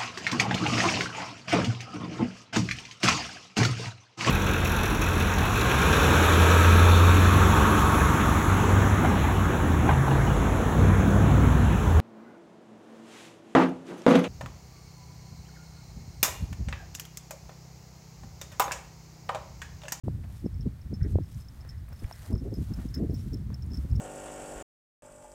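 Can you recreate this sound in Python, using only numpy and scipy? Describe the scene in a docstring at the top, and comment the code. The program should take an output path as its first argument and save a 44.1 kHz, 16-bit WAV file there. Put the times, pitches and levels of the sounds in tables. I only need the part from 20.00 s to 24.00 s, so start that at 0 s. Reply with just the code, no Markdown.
"""Leashed cat on dry grass

A cat walks beside its owner. At each stride the pellet of a tiny collar bell taps and
rattles against its damped shell. Grass swishes, crunches and snaps under the steps;
shoes and leash scuff the turf. Wind rumbles and buffets the microphone over a faint field hiss."""
import sys
import numpy as np
from scipy import signal
from scipy.fft import rfft, irfft
from scipy.io import wavfile
from scipy.ndimage import uniform_filter1d

SR = 44100
rng = np.random.default_rng(int(sys.argv[2]) if len(sys.argv) > 2 else 0)


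def int16_out(signal):
    """Quantize to a 16-bit WAV file."""
    q = np.round(np.clip(np.atleast_2d(signal).T, -1, 1) * 32767)
    wavfile.write(sys.argv[1], SR, q.astype(np.int16))


N = 176400
T = np.arange(N) / SR

# pellet strikes (time [s], nominal pitch [Hz], relative level [dB], rattle length [s])
STRIKES = [(0.394, 5320, -58, 0.003), (0.457, 5390, -52.5, 0.008), (0.543, 5390, -56.5, 0.002),
           (0.609, 5400, -47, 0.0072), (0.816, 5480, -54, 0.0023), (0.939, 5290, -48, 0.018),
           (1.03, 5340, -46, 0.0065), (1.041, 5400, -49, 0.0022), (1.234, 5440, -54.5, 0.0072),
           (1.402, 5290, -52, 0.002), (1.419, 5280, -53, 0.0036), (1.447, 5240, -57.5, 0.0018),
           (1.485, 5310, -45, 0.004), (1.608, 5340, -52.5, 0.012), (1.691, 5330, -46, 0.0024),
           (1.697, 5400, -44.5, 0.002), (1.706, 5270, -54, 0.0042), (1.929, 5320, -50.5, 0.002),
           (1.96, 5350, -53, 0.0047), (1.993, 5180, -55, 0.0027), (2.06, 5270, -58, 0.003),
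           (2.126, 5380, -42.5, 0.0034), (2.329, 5300, -52, 0.0077), (2.352, 5270, -49, 0.002),
           (2.379, 5340, -50.5, 0.021), (2.54, 5400, -40, 0.0024), (2.553, 5100, -53.5, 0.0024),
           (2.562, 5200, -54.5, 0.0019), (2.737, 5380, -43, 0.005), (2.888, 5410, -52, 0.003),
           (2.942, 5250, -36.5, 0.016), (2.967, 5140, -63, 0.0023), (3.108, 5310, -56, 0.003),
           (3.143, 5660, -40, 0.005), (3.149, 5350, -49, 0.0064), (3.163, 5600, -48, 0.002),
           (3.19, 5580, -51, 0.03), (3.333, 5470, -45, 0.0015), (3.339, 5460, -47, 0.0022),
           (3.343, 5390, -41.5, 0.0022), (3.543, 5300, -39.5, 0.0025), (3.623, 5370, -45.5, 0.0089),
           (3.718, 5260, -51, 0.0048), (3.734, 5400, -42.5, 0.0024), (3.743, 5300, -42, 0.002),
           (3.746, 5420, -40.5, 0.0018), (3.753, 5500, -44, 0.0021), (3.772, 5320, -40, 0.002),
           (3.914, 5330, -52.5, 0.004), (3.954, 5420, -50, 0.002), (3.961, 5500, -47, 0.01)]
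# free shell modes (frequency [Hz], gain [dB], T60 [s])
SHELL_MODES = [(5257, 4, 0.028), (5490, -15, 0.052), (6230, -11, 0.014), (12560, -31, 0.025),
               (15330, -27, 0.02)]
# high shell modes ringing on some strikes (time [s], frequency [Hz], level [dB])
HIGH_RINGS = [(1.404, 12560, -66), (1.929, 15330, -57), (2.329, 15330, -66), (2.543, 12440, -55),
              (2.736, 15330, -61), (2.957, 15330, -63), (3.138, 15330, -53), (3.332, 12560, -64)]
# pellet scrapes (centre [s], half width [s], level [dB])
SCRAPES = [(2.741, 0.0049, -58), (2.944, .002, -55), (2.949, 0.0025, -47.5), (3.336, .0018, -60),
           (3.344, 0.0024, -55), (3.5435, 0.0011, -58), (3.774, 0.0016, -59), (3.962, .005, -62)]
# metal contact noise (frequency [Hz], gain [dB])
METAL_SPECTRUM = [(2000, -9), (4000, 2), (6200, 5), (8000, 1), (10500, 0), (12600, 0), (16000, 3.5)]
# swishes through dry blades (centre [s], half width [s], level [dB])
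SWISHES = [(.15, 0.19, -73.5), (.36, 0.06, -64), (1.11, 0.023, -59.5), (1.315, 0.048, -64),
           (1.39, 0.03, -62.5), (1.56, 0.037, -66), (1.695, 0.02, -69), (2.01, 0.048, -63.5),
           (2.16, 0.083, -60), (2.255, 0.044, -57.5), (2.44, 0.035, -69.5), (2.64, 0.074, -63),
           (2.785, 0.045, -62), (2.855, 0.051, -60.5), (2.97, 0.05, -67), (3.22, 0.1, -62.5),
           (3.8, 0.052, -62.5), (3.91, 0.027, -66.5)]
# brushed blades (frequency [Hz], gain [dB])
SWISH_SPECTRUM = [(400, 0), (1200, 2.5), (2600, 2), (4000, 2.5), (6500, 2), (9300, 2), (10500, -1.5),
                  (12000, 2), (16000, -8)]
# soles pressing the turf (centre [s], half width [s], level [dB])
STEPS = [(.245, 0.0078, -57), (.31, 0.06, -66), (1.63, 0.11, -66.5), (1.92, 0.017, -57.5),
         (2.08, 0.055, -59.5), (2.26, 0.031, -57), (2.76, 0.086, -61), (2.805, 0.021, -55),
         (3.53, 0.013, -60.5), (3.8, 0.16, -65)]
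# crushed turf (frequency [Hz], gain [dB])
CRUNCH_SPECTRUM = [(200, -14), (600, 10), (1000, 6), (1800, 1), (2600, -6), (4500, -13), (9000, -19)]
# shoe and leash scuffs (centre [s], half width [s], level [dB])
SCUFFS = [(1.017, 0.0074, -56.5), (1.053, 0.013, -58), (1.225, 0.018, -70), (1.69, 0.056, -66),
          (2.18, 0.096, -64), (2.81, 0.036, -69), (2.96, 0.027, -62), (3.75, 0.038, -68.5)]
# scuffed turf (frequency [Hz], gain [dB])
SCUFF_SPECTRUM = [(600, -26), (1200, -6.5), (1550, 2), (2000, 2), (2600, -19), (5000, -31)]
# snapping stalks (time [s], level [dB], band centre [Hz])
SNAPS = [(.238, -58, 2360), (.628, -60, 3800), (1.345, -52.5, 6000), (1.408, -54, 8100), (1.65, -46, 600),
         (1.883, -50, 1610), (1.888, -52.5, 11600), (2.043, -43.5, 2070), (2.111, -54.5, 3500),
         (2.112, -42, 694), (2.327, -54.5, 9100), (2.357, -51.5, 1300), (3.503, -39, 580),
         (3.663, -59, 7950)]
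# wind rumble envelope (time [s], level [dB])
RUMBLE_LEVELS = [(0, -26), (.1, -32.5), (.38, -42.5), (.6, -32), (.78, -43.5), (1.03, -29), (1.22, -34),
                 (1.3, -46), (1.56, -44.5), (1.85, -38.5), (2.05, -43), (2.17, -48.5), (2.35, -35),
                 (2.9, -36.5), (3.3, -34), (3.6, -35.5), (3.87, -32.5), (3.96, -25), (4, -22.5)]
# turbulence at the microphone (frequency [Hz], gain [dB])
RUMBLE_SPECTRUM = [(15, -42), (30, -28), (48, -1.5), (70, 3), (110, -1.5), (160, -10.5), (250, -20.5),
                   (400, -34), (800, -55), (2000, -96)]
# gusts (centre [s], half width [s], relative level [dB], upper edge [Hz])
GUSTS = [(.075, 0.023, -27.5, 219), (0.455, .013, -25, 268), (0.601, 0.008, -27.5, 134),
         (.666, 0.012, -19.5, 198), (.668, 0.0086, -35, 483), (0.929, .012, -26.5, 258),
         (1.024, 0.0051, -15, 150), (1.059, 0.012, -29, 318), (1.156, 0.012, -14, 148),
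         (1.203, 0.011, -25, 221), (1.374, 0.016, -27, 129), (2.028, 0.006, -34.5, 398),
         (2.325, 0.0092, -38, 740), (2.337, 0.026, -26.5, 317), (2.422, 0.0072, -29.5, 264),
         (2.466, 0.018, -33, 433), (2.529, 0.01, -28, 377), (2.583, 0.0091, -26, 315),
         (2.613, 0.013, -23.5, 214), (2.715, 0.0084, -24, 233), (2.791, 0.01, -26.5, 235),
         (2.856, 0.0068, -27, 246), (2.979, 0.014, -31, 300), (3.025, 0.023, -22, 355),
         (3.119, 0.02, -25.5, 298), (3.273, 0.01, -29, 230), (3.342, 0.015, -27, 289),
         (3.419, 0.054, -34.5, 189), (3.52, 0.02, -29, 195), (3.726, 0.024, -32.5, 220),
         (3.79, 0.0091, -30.5, 247), (3.851, 0.0045, -24.5, 262), (3.953, 0.012, -25, 187)]
# single eddies (time [s], peak [dB], half width [s])
THUMPS = [(0.0821, -21, 0.00094), (0.463, -19, 0.0016), (.93, -24.5, 0.0016), (1.157, -16, 0.0013),
          (1.187, -19.5, 0.0011), (2.05, -21, 0.0068), (2.342, -15, 0.0048), (3.03, -27.5, 0.0018),
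          (3.098, -19.5, 0.002)]
# field hiss (frequency [Hz], gain [dB])
AIR_SPECTRUM = [(60, 22), (300, 5), (600, 4), (1000, 1.5), (1900, -0.5), (2700, -7), (4500, -6.5),
                (7500, -10), (9300, -9.5), (10500, -14.5), (12000, -10.5), (16000, -13)]

FREE_PITCH_HZ, RING_RISE_S = 5270, .0006
REBOUND_S, REBOUND_DB, RATTLE_FADE_DB = .0054, -2, -5.5


def amp(db):
    """Decibels to gain."""
    return 10 ** (np.asarray(db) / 20)


def unit(x):
    """Scales to rms 1."""
    return x / np.sqrt(np.mean(x ** 2) + 1e-20)


def add(mix, start_s, sound):
    """Mixes a sound in at a time."""
    part = mix[max(round(start_s * SR), 0):][:len(sound)]
    part += sound[:len(part)]


def colour(x, spectrum):
    """Filters by (frequency [Hz], gain [dB]) points; rms 1."""
    hz, db = np.transpose(spectrum)
    f = np.fft.rfftfreq(len(x), 1 / SR)
    gain = amp(np.interp(np.log(f + 1), np.log(hz), db))
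    return unit(irfft(rfft(x) * gain, len(x)))


def band_noise(band):
    """Noise shaped by one gain per FFT bin; rms 1."""
    white = rng.standard_normal(2 * (len(band) - 1))
    return unit(irfft(rfft(white) * band))


def steadied(x, span_s):
    """Evens out level drift slower than the span."""
    size = max(int(span_s * SR), 2)
    power = uniform_filter1d(uniform_filter1d(x ** 2, size), size)
    return x / np.sqrt(abs(power) + 1e-12)


def swells(rows):
    """Envelope of Gaussian swells, summed in power."""
    power = sum(amp(db) ** 2 * np.exp(-((T - s) / width_s) ** 2) for s, width_s, db in rows)
    return np.sqrt(power + 1e-20)


def shell_ring(t, pitch_hz, draws, detune=.005, spread_db=2):
    """Shell modes, varied per contact. Pressed against the collar, they ring higher and shorter."""
    press_hz = pitch_hz - FREE_PITCH_HZ
    damping = np.exp(np.clip(press_hz / 291, -.5, 1))
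    ring = 0
    for (hz, db, t60_s), (level_draw, pitch_draw) in zip(SHELL_MODES, draws):
        mode_hz = (hz + .7 * press_hz) * (1 + detune * pitch_draw)
        envelope = amp(db + spread_db * level_draw - 60 * t * damping / t60_s)
        ring += envelope * np.sin(2 * np.pi * mode_hz * t)
    return ring * (1 - np.exp(-t / RING_RISE_S))


def bell(gain_db=.8, tick_db=-16, tick_t60_s=.016, strays_per_s=4, stray_db=-63,
         settle_s=.028, settle_db=-15, max_rebounds=7, size=4096):
    """The pellet hits the shell and rebounds; each contact ticks and rings."""
    out, t = np.zeros(N), np.arange(size) / SR
    # faint random touches of the rolling pellet
    stray_times_s = np.flatnonzero(rng.random(N) < strays_per_s / SR) / SR
    strays = [(s, FREE_PITCH_HZ, stray_db, REBOUND_S) for s in stray_times_s]
    for s, pitch_hz, level_db, rattle_s in STRIKES + strays:
        gaps_s = REBOUND_S * rng.uniform(.5, 1.5, max_rebounds)
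        delays_s = np.append(0, np.cumsum(gaps_s))
        mode_draws = rng.standard_normal((max_rebounds + 1, len(SHELL_MODES), 2))
        tick = amp(tick_db - 60 * t / tick_t60_s) * colour(rng.standard_normal(size), METAL_SPECTRUM)
        for delay_s, draws in zip(delays_s[delays_s <= rattle_s], mode_draws):
            ring = shell_ring(t, pitch_hz, draws)
            rebound_db = REBOUND_DB + RATTLE_FADE_DB * delay_s / rattle_s if delay_s else 0
            add(out, s + delay_s, (ring + tick) * amp(level_db + rebound_db))
        # the pellet drops back with one late touch
        add(out, s + rattle_s + settle_s * rng.random(), ring * amp(level_db + settle_db))
    return amp(gain_db) * out


def bell_treble(t60_s=.045, half_width_hz=170, size=4096):
    """Hard throws scrape the pellet along the shell; high shell modes ring on some strikes."""
    out = colour(rng.standard_normal(N), METAL_SPECTRUM) * swells(SCRAPES)
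    f, t = np.fft.rfftfreq(size, 1 / SR), np.arange(size) / SR
    rise = 1 - np.exp(-t / RING_RISE_S)
    for s, hz, db in HIGH_RINGS:
        band = np.exp(-.5 * ((f - hz) / half_width_hz) ** 2)
        ring = steadied(band_noise(band), span_s=.005)
        add(out, s, ring * rise * amp(db - 60 * t / t60_s))
    return out


def blade_clicks(clicks_per_s=8000, spread_db=2.8, clump_db=1.3, clump_hz=60):
    """Bending blades give dense, uneven clicks in clumps."""
    strength = amp(spread_db * np.minimum(rng.exponential(1, N), 5))
    clumps = unit(uniform_filter1d(rng.standard_normal(N), int(SR / clump_hz)))
    clicks = rng.standard_normal(N) * (rng.random(N) < clicks_per_s / SR)
    return strength * amp(clump_db * clumps) * clicks


def grass():
    """Brushed blades swish, soles crunch the turf, shoes and leash scuff it."""
    swish = colour(blade_clicks(), SWISH_SPECTRUM) * swells(SWISHES)
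    crunch = colour(blade_clicks(), CRUNCH_SPECTRUM) * swells(STEPS)
    scuff = colour(blade_clicks(), SCUFF_SPECTRUM) * swells(SCUFFS)
    return swish + crunch + scuff


def stalk_snaps(t60_s=.019, half_width_oct=.42, size=2048):
    """Each breaking stalk gives a short burst of band noise."""
    out = np.zeros(N)
    f, t = np.fft.rfftfreq(size, 1 / SR) + 1, np.arange(size) / SR
    for s, db, hz in SNAPS:
        band = np.exp(-.5 * (np.log2(f / hz) / half_width_oct) ** 2)
        add(out, s, band_noise(band) * amp(db - 60 * t / t60_s))
    return out


def wind_rumble(flutter_db=1.8):
    """Low, fluttering turbulence at the microphone."""
    rumble = steadied(colour(rng.standard_normal(N), RUMBLE_SPECTRUM), span_s=.097)
    level_db = np.interp(T, *np.transpose(RUMBLE_LEVELS))
    flutter = colour(rng.standard_normal(N), [(2, -12), (9, 0), (18, -3), (72, -100)])
    return rumble * amp(level_db + flutter_db * flutter)


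def wind_buffets(low_hz=52, edge_order=4.33, gust_gain_db=-4.5, size=32768):
    """Brief gusts reach above the rumble; single eddies thump the microphone."""
    out = np.zeros(N)
    f, t = np.fft.rfftfreq(size, 1 / SR) + 1, (np.arange(size) - size // 2) / SR
    for s, width_s, db, edge_hz in GUSTS:
        band = 1 / np.sqrt((1 + (low_hz / f) ** 8) * (1 + (f / edge_hz) ** (2 * edge_order)))
        eddies = steadied(band_noise(band), span_s=.032)
        envelope = amp(db + gust_gain_db) * np.exp(-.5 * (t / width_s) ** 2)
        out += np.interp(T - s, t, eddies * envelope, left=0, right=0)
    for s, db, width_s in THUMPS:
        offset = (T - s) / width_s
        out += amp(db) * (1 - 3 * offset ** 2) / (1 + offset ** 2) ** 3
    return out


def air(level_db=-57.5):
    """Faint, even hiss of the open field."""
    return colour(rng.standard_normal(N), AIR_SPECTRUM) * amp(level_db)


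def scene():
    """Bell, grass and wind in the open; mono, no echo."""
    mix = bell() + bell_treble() + grass() + stalk_snaps() + wind_rumble() + wind_buffets() + air()
    return mix[None]


def record(dry, start_s=.035, fade_s=.004, cutoff_hz=15900):
    """Brief silence, fast fade-in, low-pass."""
    fade_in = np.clip((T - start_s) / fade_s, 0, 1)
    lowpass = signal.firwin(511, cutoff_hz, window=("kaiser", 9), fs=SR)
    return signal.oaconvolve(dry * fade_in, lowpass[None], "same")


dry = scene()
out = record(dry)
int16_out(out)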